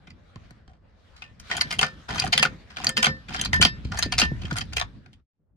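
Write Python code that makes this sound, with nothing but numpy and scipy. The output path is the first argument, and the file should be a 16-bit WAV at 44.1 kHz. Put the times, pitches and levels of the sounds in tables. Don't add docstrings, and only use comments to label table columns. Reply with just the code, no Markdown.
import sys
import numpy as np
from scipy import signal
from scipy.io import wavfile
from scipy.ndimage import map_coordinates

SR = 44100
rng = np.random.default_rng(int(sys.argv[2]) if len(sys.argv) > 2 else 0)


def wrap_up_sound(samples):
    columns = np.atleast_2d(samples).T
    tamed = np.clip(columns, -1, 1)
    steps = np.round(tamed * 32767).astype(np.int16)
    wavfile.write(sys.argv[1], SR, steps)


N = 245195
OPPOSED = np.array([[1], [-1]])


def amp(db):
    return 10 ** (np.asarray(db) / 20)


def rms_one(x):
    return x / np.sqrt(np.mean(x ** 2) + 1e-20)


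def in_time(rows):
    s, *columns = np.transpose(rows)
    return [np.interp(np.arange(N) / SR, s, c) for c in columns]


def at_hz(points, hz):
    point_hz, values = np.array(points).T
    return np.interp(np.log(hz), np.log(point_hz), values)


def drift(rate):
    knots = rng.standard_normal(int(N / SR * rate) + 3)
    return map_coordinates(knots, [np.arange(N) * rate / SR], order=1) * np.sqrt(3 / 2)


def ring(x, hz, t60):
    r, w = amp(-60 / (t60 * SR)), 2 * np.pi * hz / SR
    edge = .5 / np.sin(w / 2 + .3)
    return signal.lfilter([edge, 0, -edge], [1, -2 * r * np.cos(w), r * r], x + 1e-18)


def band(x, low_hz, high_hz):
    sos = signal.butter(2, [low_hz, high_hz], "band", fs=SR, output="sos")
    return signal.sosfilt(sos, x + 1e-18)


def place(times, bursts, gains):
    size = bursts.shape[-1]
    out = np.zeros((2, N + size))
    for s, burst, gain in zip(times, bursts, gains):
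        start = round(s * SR)
        out[:, start:start + size] += gain * burst
    return out[:, :N]


def rebounds(shape, per_s, spread_db, fade_s):
    sizes = amp(spread_db * np.minimum(rng.exponential(1, shape), 2))
    sizes = sizes * (rng.random(shape) < per_s / SR)
    sizes[..., 0] = 1.6 * amp(spread_db * 2)
    return signal.lfilter([1], [1, -np.exp(-1 / (fade_s * SR))], sizes) / amp(spread_db * 2)


# (time [s], level [dB])
WIND_LEVEL = [(0, -54.5), (.08, -50.5), (.34, -57.5), (.37, -52), (.94, -60.5), (1.3, -54), (1.86, -55.5),
              (2.07, -52), (2.72, -53), (3.0, -54), (3.3, -48), (3.62, -26.5), (3.7, -38.5), (4.3, -35.5),
              (4.55, -35.5), (5.2, -40.5), (5.4, -62.5), (5.56, -55)]


def wind():
    level_db, = in_time(WIND_LEVEL)
    mid, side, upper, other = rng.standard_normal((4, N))
    deep = rms_one(band(mid, 44, 100)) + 0.49 * rms_one(band(side, 30, 109.8)) * OPPOSED
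    deep = amp(2.0 * drift(14)) * deep
    colour = signal.butter(1, 220, fs=SR)
    upper, other = [rms_one(signal.lfilter(*colour, band(v, 110, 250))) for v in (upper, other)]
    upper = amp(-6.5 + 3 * drift(25)) * (upper + 0.25 * other * OPPOSED)
    return amp(level_db) * (deep + upper)


# (time [s], level before its envelope [dB], reference pitch of the glide [Hz])
LOW_BUMPS = [(0.079, -42.5, 137), (0.36, -34, 110), (0.511, -41.5, 128), (0.683, -39.5, 69.4),
             (1.314, -41, 71), (3.598, -19, 158), (3.654, -21.5, 187.5), (3.853, -19.5, 70.3),
             (4.06, -24.5, 204), (4.226, -20.5, 191.4), (4.317, -20.5, 134), (4.447, -23, 89),
             (4.522, -19.5, 131)]


def bumps():
    s, level_db, hz = np.transpose(LOW_BUMPS)
    t = np.arange(4000) / SR
    glide = 0.84 + 1.0 * np.exp(-t / 0.0069)
    phase = 2 * np.pi * np.cumsum(hz[:, None] * glide, axis=1) / SR
    offset = rng.normal(0, 0.14, (len(s), 1, 1)) * OPPOSED
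    overtone = 0.28 * np.exp(-t / 0.06) * np.sin(2.2 * phase[:, None])
    swings = np.sin(phase[:, None] + offset) + overtone
    envelope = (1 - np.exp(-t / 0.00049)) * np.exp(-t / 0.022)
    return place(s, swings * envelope, amp(level_db))


RISE_S, SETTLE_DB_PER_S = .015, 220
# (handle starts up [s], is raised [s], is down again [s], vigour [dB])
PUMP_STROKES = [(1.492, 1.631, 1.97, -2), (2.087, 2.281, 2.54, 3), (2.758, 2.903, 3.18, -0.3),
                (3.281, 3.467, 3.68, -1.5), (3.918, 4.06, 4.36, -4), (4.411, 4.618, 5.4, -10.5)]


def working(down_share):
    t = np.arange(N) / SR

    def held(until):
        return amp(-SETTLE_DB_PER_S * np.clip(t - until, 0, 1))

    total = 0
    for start, raised, end, vigour_db in PUMP_STROKES:
        rise = np.clip((t - start) / RISE_S, 0, 1)
        hold = (1 - down_share) * held(raised) + down_share * held(end)
        total = total + amp(vigour_db) * rise * hold
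    return total


def rumble():
    mid, side = [rms_one(band(v, 48, 210)) for v in rng.standard_normal((2, N))]
    lumps = amp(-42 + 3.5 * drift(30))
    return lumps * working(down_share=0.99) * (mid + .3 * side * OPPOSED)


# (time [s], level [dB])
FRAME_KNOCKS = [(1.821, -20.5), (2.346, -22.5), (2.395, -24.5), (2.445, -23), (2.874, -24.5), (2.975, -19),
                (3.065, -17.5)]
# (frequency [Hz], relative level [dB], t60 [s])
LOW_MODES = [(143.7, -0.5, 0.14), (219.7, -1, 0.14), (424.4, -12, 0.15), (522, -13, 0.25)]


def thuds():
    s, blow_db = np.transpose(FRAME_KNOCKS)
    t, out = np.arange(12000) / SR, 0
    chance = rng.standard_normal((len(s), len(LOW_MODES), 2))
    for k, (hz, level_db, t60) in enumerate(LOW_MODES):
        tones = np.sin(2 * np.pi * (hz * t + chance[:, k, :1]))
        rings = tones * amp(-60 * t / t60) * (1 - np.exp(-t / 0.01225))
        out = out + place(s, rings, amp(blow_db + level_db + 2.2 * chance[:, k, 1]))
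    return out


# (frequency [Hz], correlation [0 to 1])
COHERENCE = [(300, 0.071), (800, 0.093), (2000, 0.33), (5000, 0.037)]


def spread(pair, hz):
    alike = np.clip(at_hz(COHERENCE, hz), 0, 1)
    return np.sqrt(1 + alike) * pair[0] + np.sqrt(1 - alike) * pair[1] * OPPOSED


SLIDE_DB, PUSH_SHARE = -3, 0.25
BRIGHTEN = 0.52
# (time [s], level [dB])
SCRAPE_LEVEL = [(0, -62), (.45, -58), (.8, -67), (.94, -62.5), (1.05, -57.5), (1.39, -60.5), (1.41, -57),
                (1.49, -49), (1.55, -51.5), (1.9, -54.5), (2.7, -56.5), (3.9, -55), (4.4, -53),
                (5.2, -56.5), (5.3, -70.5), (5.56, -77)]
# (frequency [Hz], relative density [dB])
SCRAPE_SPECTRUM = [(300, -7), (603, 3.5), (689, -2), (1660, -1), (2650, -7), (3890, -7.5), (14000, -40),
                   (16000, -69.5)]


def scrape():
    level_db, = in_time(SCRAPE_LEVEL)
    moving = working(PUSH_SHARE)
    touches = rebounds(N, per_s=90, spread_db=-2.0, fade_s=0.001)
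    ticks = 0.9 + np.minimum(moving + .15, 1) * touches
    white = ticks * rng.standard_normal((2, 2, N))
    out, together = 0, drift(26)
    brighter_db = BRIGHTEN * (level_db - level_db.mean())
    edges = 300 * 2 ** np.arange(0, 5.8, .25)
    for k, (low_hz, high_hz) in enumerate(zip(edges, edges[1:])):
        hz = np.sqrt(low_hz * high_hz)
        patches_db = 2.5 * drift(20) + 1.5 * together
        tilt_db = brighter_db * np.log2(min(hz, 4000) / 1000)
        gain = amp(at_hz(SCRAPE_SPECTRUM, hz) + patches_db + tilt_db)
        out = out + gain * spread(band(white[k % 2], low_hz, high_hz), hz)
    return amp(level_db) * (1 + amp(SLIDE_DB) * moving) * rms_one(out)


# (time [s], level [dB], added level of modes above 2 kHz [dB])
HANDLE_BLOWS = [(1.227, -50, -5), (1.51, -34.5, 2), (1.611, -29, -22.5), (1.829, -27, 0.5),
                (2.388, -21.5, -4.5), (2.901, -35, 0.5), (2.9769, -23, 1.5), (3.0753, -21.5, -3),
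                (3.533, -12.5, -12.5), (3.652, -21.5, 4), (4.032, -32.5, -4.5), (4.2218, -19, -9.5),
                (4.815, -36, -11)]
# (frequency [Hz], relative level [dB], t60 [s])
HANDLE_MODES = [(1791, -9, .24), (5055, -17, .2), (3720, -23, .25), (995, -20, .14), (2662, -24, .2),
                (3080, -23, .13), (4215, -29, .25), (5739, -25, .09)]


def handle():
    s, blow_db, upper_db = np.transpose(HANDLE_BLOWS)
    t, out = np.arange(12000) / SR, 0
    for hz, level_db, t60 in HANDLE_MODES:
        phase = rng.uniform(0, 2 * np.pi, (len(s), 2, 1))
        tones = np.sin(2 * np.pi * hz * t + phase)
        rings = tones * amp(-60 * t / t60) * (1 - np.exp(-t / 0.0016))
        chance_db = 1.3 * rng.standard_normal(len(s))
        out = out + place(s, rings, amp(blow_db + level_db + (hz > 2000) * upper_db + chance_db))
    return out


def rattle(count):
    start, raised, _, vigour_db = np.transpose(PUMP_STROKES)[..., None]
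    when, strength, pitch = rng.random((3, len(PUMP_STROKES), count))
    s = start + (raised - start) * (np.arange(count) + when) / count
    same = np.ones(s.shape)
    level_db = -32 + vigour_db + 6 * strength
    treble_db, t60 = -18 * same, .05 * same
    return np.transpose([s, level_db, treble_db, t60, 700 * 5 ** pitch]).reshape(-1, 5)


LOW_DB, LOW_DB_PER_OCTAVE = -4, -5.5
LEAD_IN_S, LEAD_IN_DB = .006, -11
# (time of full contact [s], drive level [dB], added treble level [dB],
# chatter t60, held to 0.01-0.25 [s], favoured frequency [Hz])
CONTACTS = [(0.071, -40.5, -60, 0.099, 2260), (0.105, -35.5, -19, 0.042, 2440),
            (0.358, -36.5, -41, 0.012, 1080), (0.507, -42, 5, 0.019, 613), (0.678, -46, -40, 0.2, 690),
            (1.163, -42, -9, 0.37, 4460), (1.221, -25, -59, 0.14, 2680), (1.398, -33.5, 0.5, 0.078, 5630),
            (1.499, -31.5, -40, 0.075, 1510), (1.513, -12, -33, 0.11, 1850), (1.549, -25, -17, 0.029, 3020),
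            (1.581, -18, -8, 0.0097, 2560), (1.567, -23.5, 9.5, 0.081, 3080),
            (1.611, -5, -8.5, 0.019, 4500), (1.617, -14, 3.5, 0.016, 1900), (1.708, -18, -5.5, 0.14, 2860),
            (1.725, -17.5, -2, 0.085, 2000), (1.791, -4, -4.5, 0.052, 2920), (1.812, -13, -3, 0.14, 2250),
            (1.829, -11.5, -23, 0.12, 1400), (2.087, -22.5, -46, 0.0092, 1440),
            (2.097, -27, -6, 0.007, 4900), (2.106, -23.5, -22, 0.28, 980), (2.146, -24.5, 1, 0.16, 1460),
            (2.171, -32, 1, 0.075, 1540), (2.181, -12.5, -17, 0.09, 6300), (2.198, -9, 1, 0.013, 4763),
            (2.219, -20.5, -12, 0.092, 2610), (2.246, -29, 9, 0.062, 1780), (2.276, -25, 5, 0.016, 4340),
            (2.327, -5, -14.5, 0.11, 4100), (2.377, -2.5, -4, 0.078, 3160), (2.427, -4, -4, 0.089, 2730),
            (2.452, -12, -41, 0.063, 1284), (2.703, -35.5, -18, 0.39, 1680), (2.769, -18, -31, 0.025, 1380),
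            (2.829, -44, -20, 0.025, 810), (2.844, -16, 11, 0.022, 1940), (2.868, -11, -12, 0.025, 4440),
            (2.891, -18.5, 10.5, 0.022, 3100), (2.969, -9, -4, 0.088, 2750),
            (3.028, -6.5, -3.5, 0.11, 2990), (3.046, -5, -5, 0.091, 3380),
            (3.066, -6.5, -21.5, 0.052, 1306), (3.287, -35.5, -22, 0.087, 1455),
            (3.321, -35, -32, 0.084, 1490), (3.340, -20.5, -5, 0.035, 5500),
            (3.346, -21.5, -25, 0.093, 1390), (3.363, -15.5, -19, 0.029, 5300),
            (3.393, -20.5, -11, 0.23, 3250), (3.413, -14.5, 11, 0.022, 3240), (3.448, -18, 1, 0.04, 4100),
            (3.457, -12, -9.5, 0.029, 4100), (3.531, -8, -7.5, 0.15, 1800), (3.614, -5, 1, 0.096, 3210),
            (3.625, -3.5, -14, 0.076, 4940), (3.65, -1.5, -8, 0.067, 3100), (3.848, -34, -21, 0.43, 4360),
            (3.92, -22, -20.5, 0.067, 1363), (3.973, -21.5, -2, 0.077, 1850),
            (3.989, -14.5, 7.5, 0.034, 1795), (4.025, -9, -5.5, 0.081, 4600), (4.122, -11, -10, 0.1, 2780),
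            (4.181, -7, -2, 0.16, 4900), (4.197, -6.5, -5.5, 0.079, 5600), (4.216, -5, -18, 0.094, 2770),
            (4.418, -31.5, -15, 0.053, 3130), (4.453, -25, -25, 0.041, 2820),
            (4.51, -20.5, -21, 0.051, 1374), (4.528, -23.5, -0.5, 0.046, 1805),
            (4.557, -27, -3, 0.053, 1420), (4.567, -18.5, 2, 0.16, 1995), (4.584, -16, 7, 0.023, 3140),
            (4.609, -14.5, -31, 0.06, 4950), (4.725, -32.5, -20, 0.04, 1500), (4.733, -17, -2, 0.047, 2700),
            (4.767, -11, -1.5, 0.049, 2630), (4.779, -11.5, -12, 0.053, 2590), (4.798, -4, -4, 0.019, 4170),
            (4.813, -10.5, -33.5, 0.073, 1022), (5.061, -28.5, -45, 0.062, 1440),
            (5.13, -26.5, -8, 0.07, 3340)]
# (frequency [Hz], bandwidth, at least 40 used [Hz], relative level [dB])
FRAME_MODES = [(725, 32, -10.5), (1428, 99, -6.5), (3133, 110, -12.5), (4635, 520, -9), (6280, 150, -4.5),
               (9900, 120, -3)]
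# (frequency [Hz], relative level [dB])
SMALL_MODE_SPECTRUM = [(420, -15.5), (494, -35.5), (725, -17.5), (1150, -22.5), (1750, -21.5),
                       (4990, -27.5), (5700, -26.5), (10200, -13), (11700, -38), (14700, -5.5),
                       (16000, -33)]


def clacks():
    s, peak_db, high_db, t60, favoured_hz = np.vstack([CONTACTS, rattle(count=18)]).T
    low_db = LOW_DB + LOW_DB_PER_OCTAVE * np.log2(favoured_hz / 1500)
    t = np.arange(5000) / SR
    touch = 1 - np.exp(-t / .0004)
    shape = touch * amp(-60 * t / np.clip(t60, .01, .25)[:, None])
    shape = shape * (0.087 + rebounds(shape.shape, per_s=260, spread_db=3.0, fade_s=0.0013))
    lead = round(LEAD_IN_S * SR)
    graze = amp(LEAD_IN_DB) * np.linspace(0, 1, lead) * rng.random((len(s), 1))
    shape = np.hstack([graze, shape[:, :-lead]])
    starts = np.round((s - LEAD_IN_S) * SR).astype(int)
    runs = shape * rng.choice([-1, 1], (4, *shape.shape))

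    lags = np.round(np.abs(rng.normal(0, .00022, (len(s), 4))) * SR).astype(int)
    swaps = rng.integers(0, 2, (len(s), 4))
    bursts = []
    for rows in zip(runs, lags.T, swaps.T):
        bursts.append([np.array([run, np.roll(run, lag)])[::1 - 2 * swap]
                       for run, lag, swap in zip(*rows)])

    def struck(k, hz, width_hz, level_db, scatter_db):
        low = np.interp(np.log(hz), np.log([1000, 2200]), [1, 0])
        high = np.interp(np.log(hz), np.log([4000, 7000]), [0, 1])
        chance_db = scatter_db * rng.standard_normal(len(s))
        favour_db = 11 * np.exp(-(np.log(hz / favoured_hz) / 0.12) ** 2) - 4
        gains = amp(peak_db + low * low_db + high * high_db + chance_db + favour_db)
        drive = np.zeros((2, N + len(t)))
        for start, burst, gain in zip(starts, bursts[k % 4], gains):
            drive[:, start:start + len(t)] += gain * burst
        mode_t60 = np.log(1000) / np.pi / width_hz
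        return amp(level_db) * (-1) ** k * width_hz / 100 * ring(drive[:, :N], hz, mode_t60)

    out = 0
    small_hz = np.geomspace(420, 15500, 56) * amp(rng.uniform(-.2, .2, 56))
    for k, hz in enumerate(small_hz):
        level_db = at_hz(SMALL_MODE_SPECTRUM, hz) - 21
        out = out + struck(k, hz, 55 + 0.016 * hz, level_db, scatter_db=2.8)
    for k, (hz, width_hz, level_db) in enumerate(FRAME_MODES):
        out = out + struck(k, hz, max(width_hz, 40), level_db - 30.5, scatter_db=3)
    return band(out, 690, 6830)


def nearby(x, wet_db):
    lag = 8
    direct = np.array([x[0] * amp(6.0), np.pad(x[1], (lag, 0))[:N] * amp(5.0)])
    t = np.arange(4000) / SR
    echoes = band(rng.standard_normal((2, len(t))), 680, 6400) * amp(-60 * t / 0.095) * (t > .002)
    echoes /= np.sqrt(np.sum(echoes ** 2, axis=1, keepdims=True))
    return direct + amp(wet_db) * signal.fftconvolve(x, echoes, axes=1)[:, :N]


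def scene():
    jack = nearby(clacks() + handle(), wet_db=-8.5)
    sliding = scrape() * amp(OPPOSED * .6)
    return jack + sliding + rumble() + wind() + bumps() + thuds()


FADE_OUT_S, FADE_IN_S = (4.45, 5.262), (5.333, 6.0)
CUTOFF_HZ, CEILING = 16450, .92


def record(dry):
    t = np.arange(N) / SR
    fade = np.interp(t, FADE_OUT_S, [1, 0]) + np.interp(t, FADE_IN_S, [0, 1])
    rounded = CEILING * np.tanh(dry / CEILING)
    low_pass = signal.cheby2(16, 90, CUTOFF_HZ, fs=SR, output="sos")
    return signal.sosfilt(low_pass, fade * rounded)


dry = scene()
out = record(dry)
wrap_up_sound(out)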